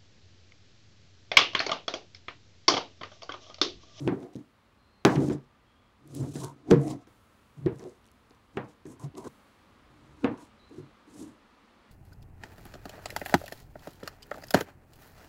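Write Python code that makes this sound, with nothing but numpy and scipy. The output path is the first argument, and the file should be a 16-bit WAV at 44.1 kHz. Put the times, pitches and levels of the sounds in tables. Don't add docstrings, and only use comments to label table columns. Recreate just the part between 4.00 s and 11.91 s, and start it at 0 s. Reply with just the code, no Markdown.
import sys
import numpy as np
from scipy import signal
from scipy.fft import rfft, irfft
from scipy.io import wavfile
from scipy.ndimage import uniform_filter1d

SR = 44100
rng = np.random.default_rng(int(sys.argv[2]) if len(sys.argv) > 2 else 0)


def level_to_linear(level):
    exponent = np.asarray(level, float) / 20
    return 10 ** exponent


def wav_out(sig):
    wavfile.write(sys.argv[1], SR, np.round(np.clip(np.atleast_2d(sig).T, -1, 1) * 32767).astype(np.int16))


N = 348831
T = np.arange(N) / SR

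# pitch_hz, level_db (per Hz)
ROOM_SPECTRUM = [(15, -38.5), (25, -5.5), (82, -8), (133, -19), (209, 0), (359, -8.5), (433, -9.5),
                 (582, -9), (631, -12), (1200, -8), (1490, -13), (2010, -15.5), (4260, -22.5),
                 (5580, -29.5), (15500, -47.5)]
# start_s, level_db (rms from 150 to 4500 Hz), thin_db, fade_db_per_s
ROOM_TONE = [(0, -65, -80, 25.5), (3.07, -63.5, -77, 7.5), (5.28, -60.5, -72.5, 36)]
THIN_FLOOR_DB = -87
# time_s, level_db
TRAFFIC = [(0, -72), (1.3, -68.5), (2.8, -68.5), (3.8, -67), (5, -65.5), (5.4, -69), (6.2, -61), (7, -71.5),
           (7.91, -78.5)]
# start_s, end_s, start_hz, end_hz, level_db
MOTOR_WHINE = (1.3, 3.5, 1169, 1346, -77.5)
# start_s, end_s, start_hz, end_hz, start_db, end_db
WISPS = [(0.78, 1.03, 4170, 4200, -78.5, -75), (1.66, 1.92, 3273, 3315, -76, -82.5),
         (6.592, 6.906, 4000, 4080, -65.5, -81.5)]

# pitch_hz, level_db (relative), t60_s (rings are capped at 0.2 s)
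BOARD_MODES = [(87, -19, 0.044), (138.2, -10.5, 0.32), (200, -15, 0.053), (240, 5.5, 0.025), (280, -1, .08),
               (302.6, 4.5, 0.092), (369, 7.5, 0.058), (422.7, -2, 0.061), (458, -5, 0.34),
               (483, -2.5, 0.2), (588, -11, .05), (690, -32.5, 0.1), (870, -15, 0.013), (1010, -5, .04)]
# time_s, pressure_db (board rumble), slide_db (hiss of the sliding)
STROKES = [
    [(0.0, -41, -62), (0.062, -38, -63), (0.068, -32.5, -63), (0.076, -30, -54)],
    [(0.12, -27, -76), (0.194, -46, -74), (0.236, -40, -65), (0.322, -59, -91), (0.34, -58, -61)],
    [(0.385, -41, -70), (0.421, -56, -86), (0.451, -75, -84), (0.46, -71, -76)],
    [(1.095, -26.5, -56), (1.135, -31, -54), (1.235, -22, -55), (1.275, -32, -57), (1.29, -21, -50)],
    [(1.295, -28.5, -59), (1.335, -31.5, -58), (1.349, -33.5, -66.5), (1.415, -58, -90), (1.45, -72, -79.5)],
    [(1.98, -85, -84), (2.018, -63.5, -88.5), (2.166, -40.5, -51), (2.236, -30, -60.5), (2.33, -48, -54.5)],
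    [(2.335, -45, -49), (2.359, -43, -50), (2.399, -49, -46), (2.443, -39, -48), (2.55, -57.5, -77.5)],
    [(2.56, -55.5, -82), (2.642, -60.5, -85), (2.702, -30, -64), (2.708, -23, -47), (2.712, -14, -46)],
    [(2.76, -33, -74), (2.812, -36.5, -59), (2.912, -31, -51.5), (2.98, -43, -77), (3.04, -65.5, -80)],
    [(3.57, -56, -72), (3.642, -52, -78), (3.652, -49, -82), (3.662, -34, -66)],
    [(3.72, -38.5, -75), (3.766, -59, -70), (3.854, -37.5, -67), (3.962, -66, -76), (3.98, -64, -80.5)],
    [(4.53, -65, -92), (4.534, -63, -78), (4.552, -55, -77.5), (4.562, -45, -76), (4.572, -39, -60)],
    [(4.64, -36, -71), (4.67, -65, -84), (4.692, -66, -70), (4.714, -73, -70), (4.74, -81, -84)],
    [(4.865, -54, -56), (4.879, -48, -67.5), (4.923, -44, -58.5), (4.957, -56.5, -74), (4.975, -56, -89)],
    [(4.985, -57, -96), (4.999, -59, -61.5), (5.041, -38.5, -55), (5.111, -58.5, -96), (5.12, -53, -88)],
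    [(5.14, -49, -89), (5.178, -43, -50), (5.216, -50.5, -63), (5.27, -38, -56), (5.28, -44, -48)],
    [(5.9, -62.5, -81), (6.186, -64, -76), (6.224, -56, -65), (6.236, -37, -72), (6.244, -27, -53)],
    [(6.31, -31.5, -70), (6.37, -54, -81), (6.378, -52, -65), (6.43, -53, -59.5), (6.5, -81, -81.5)],
    [(6.69, -71, -67), (6.702, -56.5, -80), (6.792, -49, -67), (6.856, -58, -93), (6.9, -63, -76)],
    [(7.07, -61, -75), (7.166, -50.5, -55.5), (7.206, -42, -52), (7.292, -47, -63.5), (7.38, -71, -92)],
]
# start_s, mode_hz (favoured board mode), table_db (low modes against board),
# bite_db (added to the scrape), scrape_hz, tilt_db (off the hiss; a quarter of it onto its treble)
PRESSED_SPOTS = [(0, 300.8, 4, -32, 690, 1), (0.1, 346, -15, 6, 680, -2), (0.37, 270.4, -16, -20, 750, -2),
                 (1.07, 321.6, -12, 6.5, 720, -2.5), (1.17, 313.5, -18, -14, 650, 0),
                 (1.29, 332, -2.5, -10, 680, -4), (1.9, 283, 2, -19, 680, 2),
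                 (2.333, 302.2, 4, -6, 750, 2.5), (2.42, 335, 1, 1.5, 960, 2.5),
                 (2.555, 300, -6.5, 2, 700, -4), (2.74, 299.6, -17, 0, 670, 4.5),
                 (2.89, 255.5, -8.5, 1, 740, -1.5), (3.4, 250, 10, -3, 850, 4.5),
                 (3.7, 287, 10.5, -14, 780, 2), (3.79, 403, -25, -7, 740, 1), (4.5, 250, -10, -4, 770, -1),
                 (4.8, 295.3, -4, -11.5, 900, 8), (4.98, 260, 1, 1.5, 950, 6), (5.035, 240, 8, 0, 780, 0.5),
                 (5.13, 315, -30, 4, 828, 3), (5.24, 361.4, -24.5, 3.5, 1000, 0.5),
                 (5.8, 306, 0.5, -6, 1049, 1), (6.19, 303, -15, 0, 1099, -0.5),
                 (6.28, 266.8, -19, 2.5, 950, 2.5), (6.6, 293, -10.5, -14.5, 950, 0.5),
                 (7.0, 296, -16, -14, 780, 4)]
SCRAPE_FOLLOWS_PRESSURE = 0.49
# pitch_hz, level_db (per Hz)
HISS_SPECTRUM = [(1470, -42), (2500, -6.5), (3980, -0.5), (4570, -2.5), (6390, 0), (8880, -4.5),
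                 (13200, -14), (15500, -21.5)]
# pitch_hz, level_db (per Hz)
SCRAPE_SPECTRUM = [(450, -18.5), (650, 1.5), (1000, -9), (1300, -26), (2000, -3.5), (4000, -34)]

# start_s, peak_db (body), table_db (added to the low modes),
# edge_db (level of the edge's clatter), treble_db (lift of the edge from 6 kHz up)
KNOCKS = [(0.075, -11.5, 5.5, -32.5, -6.5), (0.228, -36, 8, -58, 7), (0.354, -25.5, -16, -61, 19.5),
          (1.049, -4, -24, -17.5, 3), (1.16, -15.5, 21, -38, -6), (1.297, -22.5, 5, -42, -3),
          (2.354, -24, 7.5, -47, 10), (2.71, -8.5, -8, -27, 5), (2.715, -3, 4.5, -50, -12),
          (3.07, -47.5, 1.5, -59.5, 7.5), (3.66, -15.5, -5, -38, -8.5), (3.793, -36, 7, -53.5, 11),
          (4.306, -48.5, -4, -63, 5), (4.57, -18.5, -0.5, -33.5, -11.5), (4.853, -33, 9, -56, 10),
          (5.179, -33.5, -21, -76, 3), (5.241, -47, 1, -59, -10), (6.243, -11.5, -12, -28, -12),
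          (6.708, -41, -5, -71, 1), (6.781, -32.5, 10, -64, 16)]
CONTACT_MS = 2.1
EDGE_LAG_S = 0.0012
# pitch_hz, level_db (per Hz)
CRACK_SPECTRUM = [(290, -38), (500, -3.5), (827, -5.5), (2890, -9.5), (4250, -18.5), (5830, -19),
                  (8000, -27.5), (10200, -38.5), (15500, -46.5)]
CRACK_OVER_TAIL_DB, CRACK_GROWS = 2.5, 0.15
# low_hz, high_hz, level_db (relative), t60_s
CLATTER = [(550, 1177, -1, 0.27), (1000, 1820, -5, 0.17), (1570, 2650, -16.5, 0.064),
           (2410, 3370, -22, 0.082), (3800, 5300, -24, 0.032), (5300, 9200, -40.5, 0.077),
           (7940, 13000, -28.5, .15)]
# low_hz, high_hz, level_db (relative), t60_s
ROOM_ECHO = [(101.4, 300, -2, 0.23), (250, 720, 1.5, 0.15), (577, 1110, -1, 0.33)]
ECHO_RISE_S = 0.0051

# start_s, peak_db, pitch_hz
FAT_TICKS = [(0.204, -48, 6840), (0.347, -48, 3800), (0.3623, -44, 5300), (1.1572, -28, 4040),
             (2.0755, -46.5, 8630), (2.1499, -32, 9500), (2.341, -41, 8350), (2.363, -33, 6330),
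             (2.4398, -35, 9180), (2.4456, -27.5, 7750), (2.8159, -47.5, 8200), (2.881, -37, 4930),
             (3.7588, -49, 6700), (3.8396, -42.5, 4020), (4.0654, -49, 8100), (4.3077, -46.5, 3960),
             (4.997, -43, 8160), (5.1523, -43.5, 3860), (5.181, -39, 7500), (6.3758, -49, 3620),
             (6.4516, -49.5, 6460)]
# start_s, end_s, count, peak_db (each within 3 dB)
PEELING = [(3.764, 3.914, 5, -50), (4.022, 4.129, 5, -53), (4.238, 4.36, 4, -58)]

# pitch_hz, level_db (relative), t60_s
BLADE_MODES = [(4950, -2, 0.13), (5960, -2, 0.0444), (7240, 14, 0.046), (7800, -10, .05), (9000, 4, 0.086)]
# start_s, level_db
GRAZES = [(1.33, -62), (2.209, -62), (2.361, -55), (2.903, -59)]

CEILING = 0.53


def unit(x):
    return x / np.sqrt(np.mean(x ** 2))


def colour(x, points):
    hz, db = np.transpose(points)
    f = np.fft.rfftfreq(len(x), 1 / SR) + 1
    gain = level_to_linear(np.interp(np.log(f), np.log(hz), db))
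    return irfft(rfft(x) * gain, len(x))


def band(x, lo_hz, hi_hz):
    sos = signal.butter(2, [lo_hz, min(hi_hz, .45 * SR)], "band", fs=SR, output="sos")
    return signal.sosfilt(sos, x)


def columns(tables):
    out = np.full((len(tables[0][0]) - 1, N), -120.)
    for table in tables:
        s, *cols = np.transpose(table)
        inside = (T >= s[0]) & (T <= s[-1])
        out[:, inside] = [np.interp(T[inside], s, c) for c in cols]
    return out


def steps(table):
    s, *cols = np.transpose(table)
    row = np.searchsorted(s, T, side="right").clip(1) - 1
    return np.array([s, *cols])[:, row]


def walk(rate):
    k = int(SR / rate)
    held = np.repeat(rng.standard_normal(N // k + 1), k)
    return 0.95 * uniform_filter1d(held, k)[:N]


def ring(modes, gains, seconds):
    t = np.arange(int(seconds * SR)) / SR
    hz, db, t60 = np.transpose(modes)[:, :, None]
    t60 = np.minimum(t60, .2)
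    return np.sum(gains[:, None] * level_to_linear(db - 60 * t / t60) * np.sin(2 * np.pi * hz * t), axis=0)


def decaying(bands, rise_s):
    t = np.arange(SR // 3) / SR
    noise = rng.standard_normal(len(t)) * np.clip(t / rise_s, 0, 1)
    return sum(unit(band(noise, lo, hi)) * level_to_linear(db - 60 * t / t60) for lo, hi, db, t60 in bands)


def add(out, s, sound):
    i = int(s * SR)
    out[i:i + len(sound)] += sound[:N - i]


def room_tone():
    since_s, level_db, thin_db, fade = steps(ROOM_TONE)
    tone = colour(rng.standard_normal(N), ROOM_SPECTRUM)
    tone = tone / np.std(band(tone, 150, 4500)) * level_to_linear(level_db + 0.27 * walk(6.7))
    thin_gain = level_to_linear(thin_db - fade * (T - since_s)) + level_to_linear(THIN_FLOOR_DB)
    return tone + thin_gain * unit(band(rng.standard_normal(N), 5200, 15000))


def traffic():
    rumble = unit(band(rng.standard_normal(N), 45, 120))
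    return rumble * level_to_linear(columns([TRAFFIC])[0] + 2 * walk(2.6))


def motor_whine():
    s0, s1, hz0, hz1, level_db = MOTOR_WHINE
    hz, db = columns([[(s0, hz0, level_db), (s1, hz1, level_db)]])
    return np.sqrt(2) * level_to_linear(db + 3.6 * walk(60)) * np.sin(2 * np.pi * np.cumsum(hz) / SR)


def wisps():
    hz, db = columns([[(s0, hz0, db0), (s1, hz1, db1)] for s0, s1, hz0, hz1, db0, db1 in WISPS])
    gain = uniform_filter1d(level_to_linear(db), 900) * level_to_linear(2.5 * walk(90))
    return np.sqrt(2) * gain * np.sin(2 * np.pi * np.cumsum(hz + 130 * walk(400)) / SR)


def rubbing():
    press_db, slide_db = columns(STROKES)
    _, spot_hz, table_db, bite_db, scrape_hz, tilt_db = steps(PRESSED_SPOTS)
    table_db, bite_db = uniform_filter1d([table_db, bite_db], 1500)
    scrape_db = slide_db + SCRAPE_FOLLOWS_PRESSURE * (press_db - slide_db) + bite_db
    levels_db = press_db, press_db + table_db, scrape_db, slide_db
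    board_gain, table_gain, scrape_gain, hiss_gain = (uniform_filter1d(level_to_linear(db), 300) for db in levels_db)

    spot_hz = uniform_filter1d(np.clip(spot_hz, 200, 520), 600)
    pushes = rng.standard_normal(N) * level_to_linear(0.83 * walk(60))
    board, table = 0, 0
    for hz, db, t60 in BOARD_MODES:
        mode = signal.fftconvolve(pushes, ring([(hz, db, 1.2 * t60)], np.ones(1), 0.25))[:N]
        if hz < 180:
            table = table + mode
        elif hz < 620:
            nearness = np.exp(-(np.log(spot_hz / hz) / 0.16) ** 2)
            board = board + mode * (0.063 + nearness)

    grains = rng.standard_normal((2, N)) * level_to_linear(2.2 * walk(150) + 1.5 * walk(25))
    scrape_hz = uniform_filter1d(scrape_hz, 600)
    sung = 0
    for hz in 500 * 1.4 ** np.arange(8):
        nearness = np.exp(-(np.log(scrape_hz / hz) / 0.3) ** 2)
        sung = sung + band(grains[0], hz / 1.1, hz * 1.1) * nearness
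    rough = unit(colour(grains[0], SCRAPE_SPECTRUM))
    scrape = unit(unit(sung) + 0.21 * rough)

    hiss = unit(colour(grains[1], HISS_SPECTRUM))
    top = band(hiss, 6000, 15000)
    lower_gain = uniform_filter1d(level_to_linear(-tilt_db), 600)
    top_gain = uniform_filter1d(level_to_linear(tilt_db / 4), 600)
    hiss = (hiss - top) * lower_gain + top * top_gain
    return board_gain * unit(board) + table_gain * unit(table) + scrape_gain * scrape + hiss_gain * hiss


def edge_landing(edge_db, treble_db):
    t = np.arange(1024) / SR
    shape = t / 0.00036 * np.exp(1 - t / 0.0006)
    crack_db = edge_db + CRACK_OVER_TAIL_DB + CRACK_GROWS * (edge_db + 29)
    edge = level_to_linear(edge_db) * decaying(CLATTER, 0.0025)
    edge[:len(t)] += level_to_linear(crack_db) * unit(colour(rng.standard_normal(len(t)), CRACK_SPECTRUM)) * shape
    return colour(np.roll(edge, 8), [(3000, 0.0023), (6000, treble_db)])


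def knocks():
    out, low = np.zeros(N), np.array(BOARD_MODES)[:, 0] < 180
    push = np.hanning(int(CONTACT_MS * SR / 1000))
    for s, peak_db, table_db, edge_db, treble_db in KNOCKS:
        chance = rng.standard_normal((2, len(BOARD_MODES)))
        gains = level_to_linear(2.5 * chance[0] + low * table_db) * np.sign(chance[1] + .4)
        body = np.convolve(ring(BOARD_MODES, gains, 0.41), push)
        body = level_to_linear(peak_db) * body / np.abs(body).max()
        add(out, s, body)
        echo = signal.fftconvolve(body, decaying(ROOM_ECHO, ECHO_RISE_S)) / (SR / 400)
        add(out, s, echo)
        add(out, s + EDGE_LAG_S, edge_landing(edge_db, treble_db))
    return out


def fat_ticks():
    out, t = np.zeros(N), np.arange(256) / SR
    fade = np.exp(-t / .0007)
    faint = []
    for s0, s1, count, db in PEELING:
        for u, v, w in rng.random((int(count), 3)):
            faint.append((s0 + (s1 - s0) * u, db + 6 * (v - .5), 3700 * 2.7 ** w))
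    for s, peak_db, hz in FAT_TICKS + faint:
        snap = band(rng.standard_normal(len(t)) * fade, hz / 1.7, hz * 1.44)
        add(out, s, level_to_linear(peak_db) * snap / np.abs(snap).max())
    return out


def blade():
    out = np.zeros(N)
    for s, db in GRAZES:
        gains = level_to_linear(1.3 * rng.standard_normal(len(BLADE_MODES)))
        add(out, s, level_to_linear(db) * ring(BLADE_MODES, gains, .2))
    return out


def scene():
    background = room_tone() + traffic() + motor_whine() + wisps()
    low_cut = signal.butter(4, 95, "high", fs=SR, output="sos")
    board = signal.sosfilt(low_cut, rubbing() + knocks())
    return (board + fat_ticks() + blade() + background)[None]


def band_limit(x):
    return signal.sosfilt(signal.butter(12, 16630, fs=SR, output="sos"), x)


def record(dry):
    flat = dry / (1 + np.abs(dry / CEILING) ** 8) ** (1 / 8)
    mix = colour(flat[0], [(11000, -1.0), (14000, -5.5), (15700, 2.5), (16300, -48)])[None]
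    return band_limit(mix)


dry = scene()
out = record(dry)
wav_out(out)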